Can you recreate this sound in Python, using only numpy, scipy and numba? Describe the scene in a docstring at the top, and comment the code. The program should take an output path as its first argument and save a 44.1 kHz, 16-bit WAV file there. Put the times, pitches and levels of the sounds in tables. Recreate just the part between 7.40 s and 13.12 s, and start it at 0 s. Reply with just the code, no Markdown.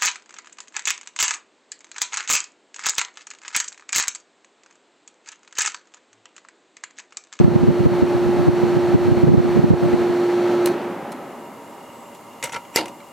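"""An old window air conditioner, close up: compressor lines hum and buzz under the blower's filtered noise,
and eddies of cold draught buffet the microphone until it moves down to the controls. The off button clicks,
the blower coasts down and the compressor stalls; narrow noise bands whistle faintly as refrigerant evens out.
A high squeak sinks in pitch, the plastic door slips over its catch, and a brief noise swell leads into the
latch snapping home; short noise bursts and decaying modes make these contacts."""
import sys
import numpy as np
from scipy import signal
from scipy.fft import rfft, irfft, next_fast_len
from scipy.io import wavfile
from scipy.ndimage import uniform_filter1d
from numba import njit

SR = 44100
rng = np.random.default_rng(int(sys.argv[2]) if len(sys.argv) > 2 else 0)


def persist_wave(psi):
    """Save psi, clipped to +-1, as 16-bit WAV."""
    counts = np.round(np.clip(psi, -1, 1) * 32767).astype(np.int16)
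    wavfile.write(sys.argv[1], SR, np.atleast_2d(counts).T)


N = 252252
T = np.arange(N) / SR


def undb(db):
    """Decibels to amplitude gain."""
    return 10 ** (np.asarray(db) / 20)


def unit(x):
    """Scale to rms 1."""
    return x / np.sqrt(np.mean(x ** 2))


def curve(rows):
    """One control per column, joined by straight lines in time."""
    s, *columns = np.transpose(rows)
    return [np.interp(T, s, c) for c in columns]


def across(points, hz):
    """Read (Hz, value) points on a log-frequency axis."""
    f, value = np.transpose(points)
    return np.interp(np.log(hz + 1), np.log(f), value)


def colour(x, points, peaks=(), tilt=0):
    """Filter by a spectrum plus resonances; tilt is in dB per octave above 900 Hz."""
    size = next_fast_len(x.shape[-1])
    hz = np.arange(size // 2 + 1) * SR / size
    db = across(points, hz) + tilt * np.log2(np.maximum(hz, 900) / 2000)
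    for f, width, lift in peaks:
        db = db + lift / (1 + (2 * (hz - f) / width) ** 2)
    return irfft(rfft(x, size) * undb(db), size)[..., :x.shape[-1]]


# colour of the difference between the two microphone ports: freq_hz, lift_db
PORT_DIFFERENCE = [(25, 4), (60, 7), (250, -3.5), (2500, -3.5), (5500, 6.5), (11000, 9.5)]


def noise(side_db, size=N):
    """Two-port noise: shared part plus an opposed part, coloured, then scaled by side_db."""
    mid, side = rng.standard_normal((2, size))
    side = colour(side, PORT_DIFFERENCE)
    return mid + undb(side_db) * np.array([side, -side])


def walk(rate_hz):
    """Smooth random wander, spread near 1."""
    k = int(SR / rate_hz)
    steps = np.repeat(rng.standard_normal(N // k + 1), k)
    return 1.25 * uniform_filter1d(uniform_filter1d(steps, k), k)[:N]


def fade(t, t60):
    """Exponential decay from t = 0, 60 dB in t60 seconds."""
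    return undb(-60 * np.maximum(t, 0) / t60)


def bell(t, length):
    """A swell centred on t = 0, length seconds wide at half height."""
    return .5 ** ((2 * t / length) ** 2)


def add(out, s, sound):
    """Mix a sound in at time s."""
    i = int(s * SR)
    out[:, i:i + sound.shape[1]] += sound[:, :N - i]


def whistle(hz, width_hz):
    """A narrow band of noise round a centre that may move; rms 1."""
    lowpass = signal.butter(2, width_hz / 2, fs=SR, output="sos")
    slow = signal.sosfilt(lowpass, rng.standard_normal((2, N)))
    phase = 2 * np.pi * np.cumsum(hz * np.ones(N)) / SR
    return unit(slow[0] * np.cos(phase) + slow[1] * np.sin(phase))


# freq_hz, relative_level_db
HISS_SPECTRUM = [(30, 0), (1000, -3), (5000, 2), (6200, 1.5), (7400, 3), (9000, 0.5), (13000, 2.5),
                 (13800, -3), (16000, -5.5)]
HISS_DB = -55


def hiss():
    """A faint steady hiss lies under everything."""
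    return undb(HISS_DB) * unit(colour(noise(side_db=-12.0), HISS_SPECTRUM))


def harmonics(rows, turns, waver_db, spread_rad):
    """Lines locked to the shaft; each may waver by waver_db and reaches the two ports in its own phase."""
    out = np.zeros((2, N))
    for order, db in rows:
        port_phase = spread_rad * np.array([[.5], [-.5]]) * rng.choice([-1, 1])
        phase = rng.uniform(0, 2 * np.pi) + port_phase
        level = np.sqrt(2) * undb(db + waver_db * walk(16.0))
        out += level * np.sin(2 * np.pi * round(order) * turns + phase)
    return out


# levels before port balance and nearness: shaft_multiple, level_db
HUM_LINES = [(2, -46), (4, -38), (6, -20), (8, -54), (10, -41.5), (12, -48)]
BUZZ_LINES = [(65, -71), (66, -58), (69, -64), (70, -65), (72, -61.5), (74, -55.5), (76, -67), (94, -73),
              (98, -64), (100, -70), (104, -68), (108, -70), (112, -72), (120, -70), (132, -72), (154, -73),
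              (157, -75), (158, -70)]
# dips in the cabinet's ring: middle_s, length_s, depth_db
RING_DIPS = [(3.33, 0.019, -9), (3.404, 0.027, -24), (3.648, .14, -11)]
SHAFT_HZ, STALL_S = 58.82, 3.318
STOP_T60_S, BUZZ_T60_S = 0.022, 0.19
BOOM_DB, BOOM_T60_S = -4, 1.25  # cabinet ring after the stall, against the running hum


def compressor():
    """Cabinet booms at the sixth harmonic, pipework buzzes high up; the boom outlasts the stall."""
    turns = np.cumsum(SHAFT_HZ * (1 + 0.000307 * walk(6.23))) / SR
    driven = fade(T - STALL_S, STOP_T60_S)
    dips_db = sum(db * bell(T - s, length) for s, length, db in RING_DIPS)
    ringing = undb(BOOM_DB + dips_db) * fade(T - STALL_S, BOOM_T60_S)
    hum = harmonics(HUM_LINES, turns, waver_db=0.0, spread_rad=0.06)
    hum *= driven + (1 - driven) * ringing
    buzz = harmonics(BUZZ_LINES, turns, waver_db=0.1, spread_rad=0.45) * fade(T - STALL_S, BUZZ_T60_S)
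    return hum * undb([[-.8], [.8]]) + buzz


# freq_hz, relative_level_db
RUSH_SPECTRUM = [(30, -49), (65, -27), (110, -16.5), (175, -0.5), (260, 1.5), (400, 0), (510, -4),
                 (850, -4), (1100, -10.5), (1350, -14), (1600, -13), (2800, -21.5), (4500, -29.5),
                 (7500, -37), (10000, -44.5), (16000, -48)]
DUCT_SPECTRUM = [(30, -41), (70, -24), (120, -9.5), (220, -5.5), (340, -4), (480, -8), (700, -6.5),
                 (1000, -4.5), (1300, -10), (1550, -20), (2500, -23.5), (3500, -26), (6000, -40),
                 (16000, -49)]
# resonances of grille and duct: freq_hz, width_hz, lift_db
RUSH_PEAKS = [(567, 36, 5), (814, 85, 3), (1313, 80, 7.5)]
DUCT_PEAKS = [(237, 16, 6), (575, 28, 11), (806, 35, 6), (942, 22, 12.5), (1175, 57, 3), (2090, 260, 11),
              (2850, 80, 7.5)]
OFF_S, HALF_SPEED_S = 3.25, 2.21  # power off; time from there to half speed
# full-speed levels before nearness; exponents of wheel speed
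RUSH_DB, RUSH_POWER, TREBLE_POWER, TREBLE_HZ = -26.5, 5.37, 11, 3440
DUCT_DB, DUCT_POWER = -43.5, 0.19


def blower():
    """Air drag slows the wheel; the rush falls, treble first, and uncovers the duct's hollow ring."""
    speed = 1 / (1 + np.maximum(T - OFF_S, 0) / HALF_SPEED_S)
    rush = unit(colour(noise(side_db=-15.5), RUSH_SPECTRUM, RUSH_PEAKS))
    body = signal.sosfiltfilt(signal.butter(2, TREBLE_HZ, fs=SR, output="sos"), rush)
    rush = body * speed ** RUSH_POWER + (rush - body) * speed ** TREBLE_POWER
    duct = unit(colour(noise(side_db=-9.0), DUCT_SPECTRUM, DUCT_PEAKS)) * speed ** DUCT_POWER
    return rush * undb(RUSH_DB + 0.76 * walk(24.46)) + duct * undb(DUCT_DB + 0.78 * walk(21.28))


# freq_hz, relative_level_db
GUST_SPECTRUM = [(20, -28), (45, -18), (85, -3), (140, 2), (200, 1), (350, -4.5), (600, -16.5), (1000, -28),
                 (2000, -46), (6000, -68)]
EDDY_S, EDDY_WIDTH_HZ, EDDY_LIFT_DB = 0.015, 66, 4.5
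WAKE_LAG_S, WAKE_S, WAKE_HZ, WAKE_DB = .016, .02, 250, -17  # level against the eddy


def eddy(t, opposed_db, hz):
    """A brief low pressure swing, shared and opposed at the ports, then a weaker flutter in its wake."""
    shape = bell(t - t.mean(), EDDY_S)
    wake = bell(t - t.mean() - WAKE_LAG_S, WAKE_S)
    swing_peak, wake_peak = [(f, EDDY_WIDTH_HZ, EDDY_LIFT_DB) for f in (hz, WAKE_HZ)]
    swing = colour(rng.standard_normal((2, len(t))), GUST_SPECTRUM, [swing_peak])
    flutter = colour(rng.standard_normal((2, len(t))), GUST_SPECTRUM, [wake_peak])
    shared, opposed = (unit(v * shape) + undb(WAKE_DB) * unit(w * wake) for v, w in zip(swing, flutter))
    ports = shared + undb(opposed_db) * np.array([opposed, -opposed])
    return unit(ports) * np.sqrt(np.mean(shape ** 2) / 2)


# gusts at the microphone, before port balance: middle_s, level_db, opposed_over_shared_db, centre_hz
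GUSTS = [(.009, 2, 10.5, 174), (0.05, 4.5, 17, 171), (.082, -2, 6.5, 180), (.162, 0.5, 8, 120),
         (.187, -14, 16, 150), (0.238, -4.5, 7, 169), (0.286, 0.5, 8, 131), (0.303, -6, 5, 188),
         (.404, -9, 5, 130), (0.464, -0.5, 9, 110), (0.523, -13, 17, 190), (.633, -3, 11, 100),
         (0.757, -14, 19, 120), (1.076, -10, 17, 170), (1.09, -1.5, 9.5, 150), (1.134, -14, 15, 110),
         (1.237, -8.5, 11, 171), (1.374, -9.5, 12, 222), (1.551, 0.5, 9.5, 130), (1.687, -8, 19, 101),
         (1.723, -4, 11, 127), (1.778, -10, 10, 200), (1.842, 0, 9, 171), (1.88, -5, -1, 170),
         (1.898, -2.5, 14, 140), (1.92, -5, 14, 130), (1.944, 0, 9, 182), (1.981, -1.5, 8, 192),
         (1.996, -4, 19, 200), (2.05, -12, 17, 180), (2.161, -11.5, 14, 170), (2.176, -7.5, 5, 190),
         (2.196, -3.5, 10, 150), (2.244, -2.5, 9.5, 170), (2.313, 1.5, 7, 109), (2.336, -4, 7, 170),
         (2.432, -10, 8, 210), (2.46, -13, 8, 150), (2.54, -5.5, 10, 200), (2.705, -17, 13, 120)]
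# weaker turbulence, falling as the microphone leaves the stream: time_s, level_db
STREAM = [(0, -19), (.7, -28), (1.5, -28), (1.9, -24.5), (2.45, -27), (2.65, -35.5), (2.8, -52), (3.3, -56)]


def draught():
    """Gusts strike the microphone one eddy at a time; weaker turbulence flutters between them."""
    out = np.zeros((2, N))
    t = np.arange(SR // 8) / SR
    for s, db, opposed_db, hz in GUSTS:
        start = s - t.mean()
        add(out, max(start, 0), undb(db) * eddy(t, opposed_db, hz)[:, start + t >= 0])
    stream_gain = undb(curve(STREAM)[0] + 4.8 * walk(39.78))
    stream = unit(colour(noise(side_db=7.5), GUST_SPECTRUM)) * stream_gain
    return (out + stream * fade(T - STREAM[-1][0], .4)) * undb([[-.8], [.8]])


def ring(modes, t):
    """Decaying modes, each struck a little differently and a touch off pitch."""
    chance = rng.standard_normal((len(modes), 2))
    out = 0
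    for (f, db, t60), (a, b) in zip(modes, chance):
        tone = np.sin(2 * np.pi * f * (1 + 0.0022 * b) * t)
        out = out + undb(db + 1.8 * a) * tone * fade(t, t60)
    return out


def knock(body, peaks, tilt, contact_t60, ring_db, ring_t60, rise_s, hold_s=0, grit_db=2.5):
    """A gritty plastic contact builds as the parts press, then the panel's duller wash dies away."""
    t = np.arange(SR // 5) / SR
    grit = undb(grit_db * walk(930)[:len(t)])
    contact = unit(colour(noise(side_db=-18.0, size=len(t)) * grit, body, peaks, tilt))
    contact *= fade(t - rise_s - hold_s, contact_t60)
    wash = unit(colour(noise(side_db=-15, size=len(t)), body, peaks, tilt - 1.5))
    wash *= fade(t - hold_s, ring_t60)
    return (contact + undb(ring_db) * wash) * np.minimum(t / rise_s, 1) ** 2


# off button pressed and let go: start_s, level_db, brightness_db_per_octave, contact_t60_s
BUTTON_HITS = [(3.2582, -16.5, 4, 0.012), (3.2597, -23, 0.5, 0.026), (3.268, -23, -3, 0.02),
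               (3.272, -22, -5, 0.052), (3.2865, -35, 1, .015), (3.3212, -37, -3, .015),
               (3.718, -34, -0.5, 0.051)]
# push switch body: freq_hz, relative_level_db
SWITCH_SPECTRUM = [(40, -30), (300, -18), (900, -1), (1800, 2), (2700, -1), (3500, -5), (6500, -7.5),
                   (8500, -7), (11000, -11.5), (16000, -14)]
# push switch resonances: freq_hz, width_hz, lift_db
SWITCH_PEAKS = [(1040, 120, 4), (4130, 180, 6.6), (6400, 300, 4.7), (10400, 330, 10), (11450, 300, 7)]
# push switch metal parts: freq_hz, relative_level_db, t60_s
SWITCH_MODES = [(990, -1, .12), (2483, 0, .08), (3130, -4, 0.055), (4140, -0.5, 0.19), (4360, -17, 0.16),
                (5460, -11, 0.066), (6300, -5, 0.066), (10300, -4, .035), (11450, -8, .035)]


def button(modes_db=-18):
    """The stiff switch ticks brightly, then clacks; its metal rings on, and it hardly moves the panel."""
    out = np.zeros((2, N))
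    t = np.arange(SR // 5) / SR
    for s, db, tilt, contact_t60 in BUTTON_HITS:
        tick = knock(SWITCH_SPECTRUM, SWITCH_PEAKS, tilt, contact_t60,
                     ring_db=-20, ring_t60=0.14, rise_s=0.00089)
        add(out, s, undb(db) * (tick + undb(modes_db) * ring(SWITCH_MODES, t)))
    return out


# refrigerant whistles, full level: centre_hz, width_hz, level_db
WHISTLES = [(2830, 140, -59), (6640, 170, -68.5), (6950, 350, -72), (7380, 260, -68), (8400, 320, -73),
            (10250, 500, -75)]
WHISTLE_RISE_T60_S, WHISTLE_DRIFT, WHISTLE_WAVER_DB = 2.2, .005, 2  # drift as a share of pitch


def refrigerant():
    """After the stall, pressure evens out through thin tubing in faint whistles that come and go."""
    tones = 0
    for hz, width, db in WHISTLES:
        tone = whistle(hz * (1 + WHISTLE_DRIFT * walk(5)), width)
        tones = tones + tone * undb(db + WHISTLE_WAVER_DB * walk(15))
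    return tones * (1 - fade(T - STALL_S, WHISTLE_RISE_T60_S)) ** 2


SQUEAK_MIDDLE_S, SQUEAK_LENGTH_S, SQUEAK_DB = 4.58, 0.38, -63.5
SQUEAK_HZ, SQUEAK_SAG_HZ_PER_S = 7850, 1300


def squeak():
    """As the hand reaches for the door, a soft, high, grainy noise band sinks in pitch."""
    t = T - SQUEAK_MIDDLE_S
    hz = SQUEAK_HZ - SQUEAK_SAG_HZ_PER_S * np.clip(t, -1, 1) + 110 * walk(16)
    return whistle(hz, 320) * bell(t, SQUEAK_LENGTH_S) * undb(SQUEAK_DB + 3 * walk(25.1))


# slips over the catch, rebounds, settling: start_s, level_db, brightness_db_per_octave, pitch_hz
DOOR_SLIPS = [(4.748, -46, 6, 3640), (4.93, -52, 3, 3600), (5.0267, -26, 1, 7000), (5.0352, -26, -5, 2930),
              (5.038, -25.5, 8, 8000), (5.0432, -28.5, -2, 5800), (5.051, -25, 0.5, 2160),
              (5.0565, -34, 3, 8100), (5.0725, -34, -4, 6000), (5.0932, -33, -2, 5800),
              (5.1212, -31, -0.5, 6800), (5.1262, -34.5, 2.5, 10000), (5.131, -27.5, -2.5, 1900),
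              (5.1412, -27, -1.5, 5470), (5.148, -26.5, -4, 1400), (5.1597, -25, -3, 1180),
              (5.167, -35, -4.5, 2050), (5.25, -43, -2, 3020), (5.3638, -23.5, 3, 7000),
              (5.3688, -20, 1, 2770), (5.3735, -27.5, -2, 2850), (5.383, -25, -3, 2900),
              (5.3885, -30, -2, 4800), (5.4085, -33, -1, 4720), (5.4565, -34, 2, 2420),
              (5.4808, -38, 3, 2820), (5.601, -42.5, -5, 4100)]
# light plastic body: freq_hz, relative_level_db
PLASTIC_SPECTRUM = [(40, -22), (150, -2), (320, -13), (500, 2), (750, -8), (1200, -11), (1700, -3),
                    (2500, -0.5), (3700, -5.5), (5000, -9.5), (7500, -10.5), (12000, -19.5), (16000, -32)]
# light plastic resonances: freq_hz, width_hz, lift_db
PLASTIC_PEAKS = [(530, 90, 4), (910, 120, 21), (1352, 75, 18), (2076, 82, 12.5), (4320, 110, 5.7),
                 (5800, 150, 3), (6760, 120, 6), (8100, 120, 1), (10200, 150, 2), (10900, 150, 5.7)]
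# door and catch modes: freq_hz, relative_level_db, t60_s
DOOR_MODES = [(540, -14, 0.12), (953, -5.5, 0.36), (1333, -5, .1), (1456, -2, 0.067), (2133, 1, 0.071),
              (2320, 1, 0.059)]
CATCH_MODES = [(2870, -5, 0.13), (5780, -3, 0.059), (6207, -4, 0.06), (7050, -12, 0.047), (7900, -4, 0.051),
               (10890, -12, 0.065)]
# a slip at SLIP_DB holds for SLIP_S, others in proportion to amplitude
SLIP_DB, SLIP_S, SLIP_T60_S = -26, 0.0029, 0.036


def door(modes_db=-14, dull_lift_db=1.86, spot_width=0.17, spot_lift_db=8, spot_db=-9, spot_t60=0.039,
         catch_db=-13):
    """The edge sticks and slips; each spot has its pitch, dull slips ring the door, bright ones the catch."""
    out = np.zeros((2, N))
    t = np.arange(SR // 5) / SR
    for s, db, tilt, hz in DOOR_SLIPS:
        peaks = PLASTIC_PEAKS + [(hz, spot_width * hz, spot_lift_db)]
        scrape = knock(PLASTIC_SPECTRUM, peaks, tilt, SLIP_T60_S, ring_db=-11.5, ring_t60=0.18,
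                       rise_s=0.00085, hold_s=SLIP_S * undb(db - SLIP_DB))
        rings = undb(modes_db - dull_lift_db * tilt) * ring(DOOR_MODES, t)
        rings = rings + undb(catch_db + tilt) * ring(CATCH_MODES, t)
        rings = rings + ring([(hz, spot_db, spot_t60)], t)
        add(out, s, undb(db) * (scrape + rings * (1 - fade(t, .008))))
    return out


# noise bands before the snap: centre_hz, width_hz, end_level_db
LEAD_IN_BANDS = [(2400, 1600, -28), (5750, 450, -34), (7500, 460, -32), (11500, 4000, -36)]
SNAP_S, LEAD_IN_RISE_S = 5.3602, 0.054  # rise: time to swell by 60 dB


def lead_in():
    """Narrow noise bands swell briefly until the snap."""
    t = T - SNAP_S
    swell = sum(whistle(hz, width) * undb(db) for hz, width, db in LEAD_IN_BANDS)
    return swell * fade(-t, LEAD_IN_RISE_S) * (t < 0)


# latch crack and whole front grille: freq_hz, relative_level_db
SNAP_SPECTRUM = [(25, -17), (150, -21), (400, 7), (900, -0.5), (1500, -15), (2300, 5), (3600, -22),
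                 (4300, -9), (4900, 4), (6000, -4), (9000, -9), (12500, -4), (16000, -31)]
GRILLE_SPECTRUM = [(30, -28), (120, -13), (300, 0), (600, -3.5), (950, -3), (1200, -13), (1700, -13),
                   (2200, -13), (3000, -10), (3450, -15), (4500, -5), (6000, -17), (9000, -14.5),
                   (13000, -13), (16000, -34)]
# grille decay: freq_hz, t60_s
GRILLE_DECAY = [(150, 0.63), (500, 0.34), (1000, 0.33), (2800, 0.18), (7000, 0.15), (15000, 0.063)]
# grille and latch modes: freq_hz, relative_level_db, t60_s
GRILLE_MODES = [(317, -4, 0.34), (466, -4.5, 0.19), (549, -11, 0.27), (704, -12, 0.44), (826, -9.5, 0.34),
                (910, 3, 0.16), (1317, -3.5, 0.13), (2130, -6, 0.16), (2245, -1, 0.12), (2815, 2.5, 0.12),
                (3670, -13, 0.16), (3865, -6, 0.12), (4450, -9, 0.14), (4800, -6, .14), (5000, -6, 0.15),
                (6121, -9, .09), (9071, -15, .11)]
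LATCH_MODES = [(420, -11.5, 0.016), (4850, -5, 0.012), (5600, -15, 0.018), (6980, -11.5, 0.02),
               (10700, -15, .018), (11400, -15, .018), (12800, -16, 0.014)]


def snap(latch_db=-3.5, crack_db=-9, chatter_db=-20.0, modes_db=-18.0, hold_s=0.026, grit_db=2.0):
    """The latch cracks home; the whole grille chatters for a moment and rings down, the lows last."""
    t = np.arange(SR // 3) / SR
    crack = unit(colour(noise(side_db=-15, size=len(t)), SNAP_SPECTRUM)) * fade(t - .0008, 0.016)
    grit = undb(grit_db * walk(500)[:len(t)])
    chatter = rfft(unit(colour(noise(side_db=-12, size=len(t)) * grit, GRILLE_SPECTRUM)))
    centres, t60s = np.transpose(GRILLE_DECAY)
    hz = np.arange(chatter.shape[1]) * SR / len(t)
    # overlapping bands; those above 3500 Hz hold for less time
    tail = 0
    for band, f, t60 in zip(np.eye(len(centres)), centres, t60s):
        part = irfft(chatter * across(np.c_[centres, band], hz), len(t))
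        tail = tail + part * fade(t - hold_s * min(1, 3500 / f), t60)
    grille = undb(chatter_db) * tail + undb(modes_db) * ring(GRILLE_MODES, t)
    grille = grille * (1 - fade(t, 0.12))  # the blow takes time to spread
    out = np.zeros((2, N))
    add(out, SNAP_S, undb(latch_db) * ring(LATCH_MODES, t) + undb(crack_db) * crack + grille)
    return out


# microphone's nearness to the machine, for hum and air alike: time_s, gain_db
NEARNESS = [(0, 2.5), (.4, 0.1), (.9, 1.3), (1.5, 1.5), (2, 0.5), (2.6, 1), (3.2, 2)]


def scene():
    """The machine, its draught and its controls; small plastic parts radiate little bass."""
    machine = (compressor() + blower()) * undb(curve(NEARNESS)[0])
    highpass = signal.butter(2, 110, "highpass", fs=SR, output="sos")
    clicks = signal.sosfilt(highpass, button() + door() + lead_in() + snap())
    return machine + hiss() + refrigerant() + draught() + squeak() + clicks


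@njit
def follow(x, attack, release):
    """Envelope that rises fast and falls slowly."""
    y, e = np.empty(len(x)), 0.
    for i in range(len(x)):
        e += (x[i] - e) * (attack if x[i] > e else release)
        y[i] = e
    return y


TOP_HZ = 15900


def record(dry, limit_db=-6, attack_s=0.00058, release_s=0.08):
    """A limiter ducks both ports after loud peaks; what slips past full scale clips, then a low-pass."""
    envelope = follow(np.abs(dry).max(axis=0), 1 / (attack_s * SR), 1 / (release_s * SR))
    gain = np.minimum(1, undb(limit_db) / (envelope + 1e-9)) ** 0.49
    lowpass = signal.ellip(8, .2, 70, TOP_HZ, fs=SR, output="sos")
    return signal.sosfilt(lowpass, np.clip(dry * gain, -1, 1))


dry = scene()
out = record(dry)
persist_wave(out)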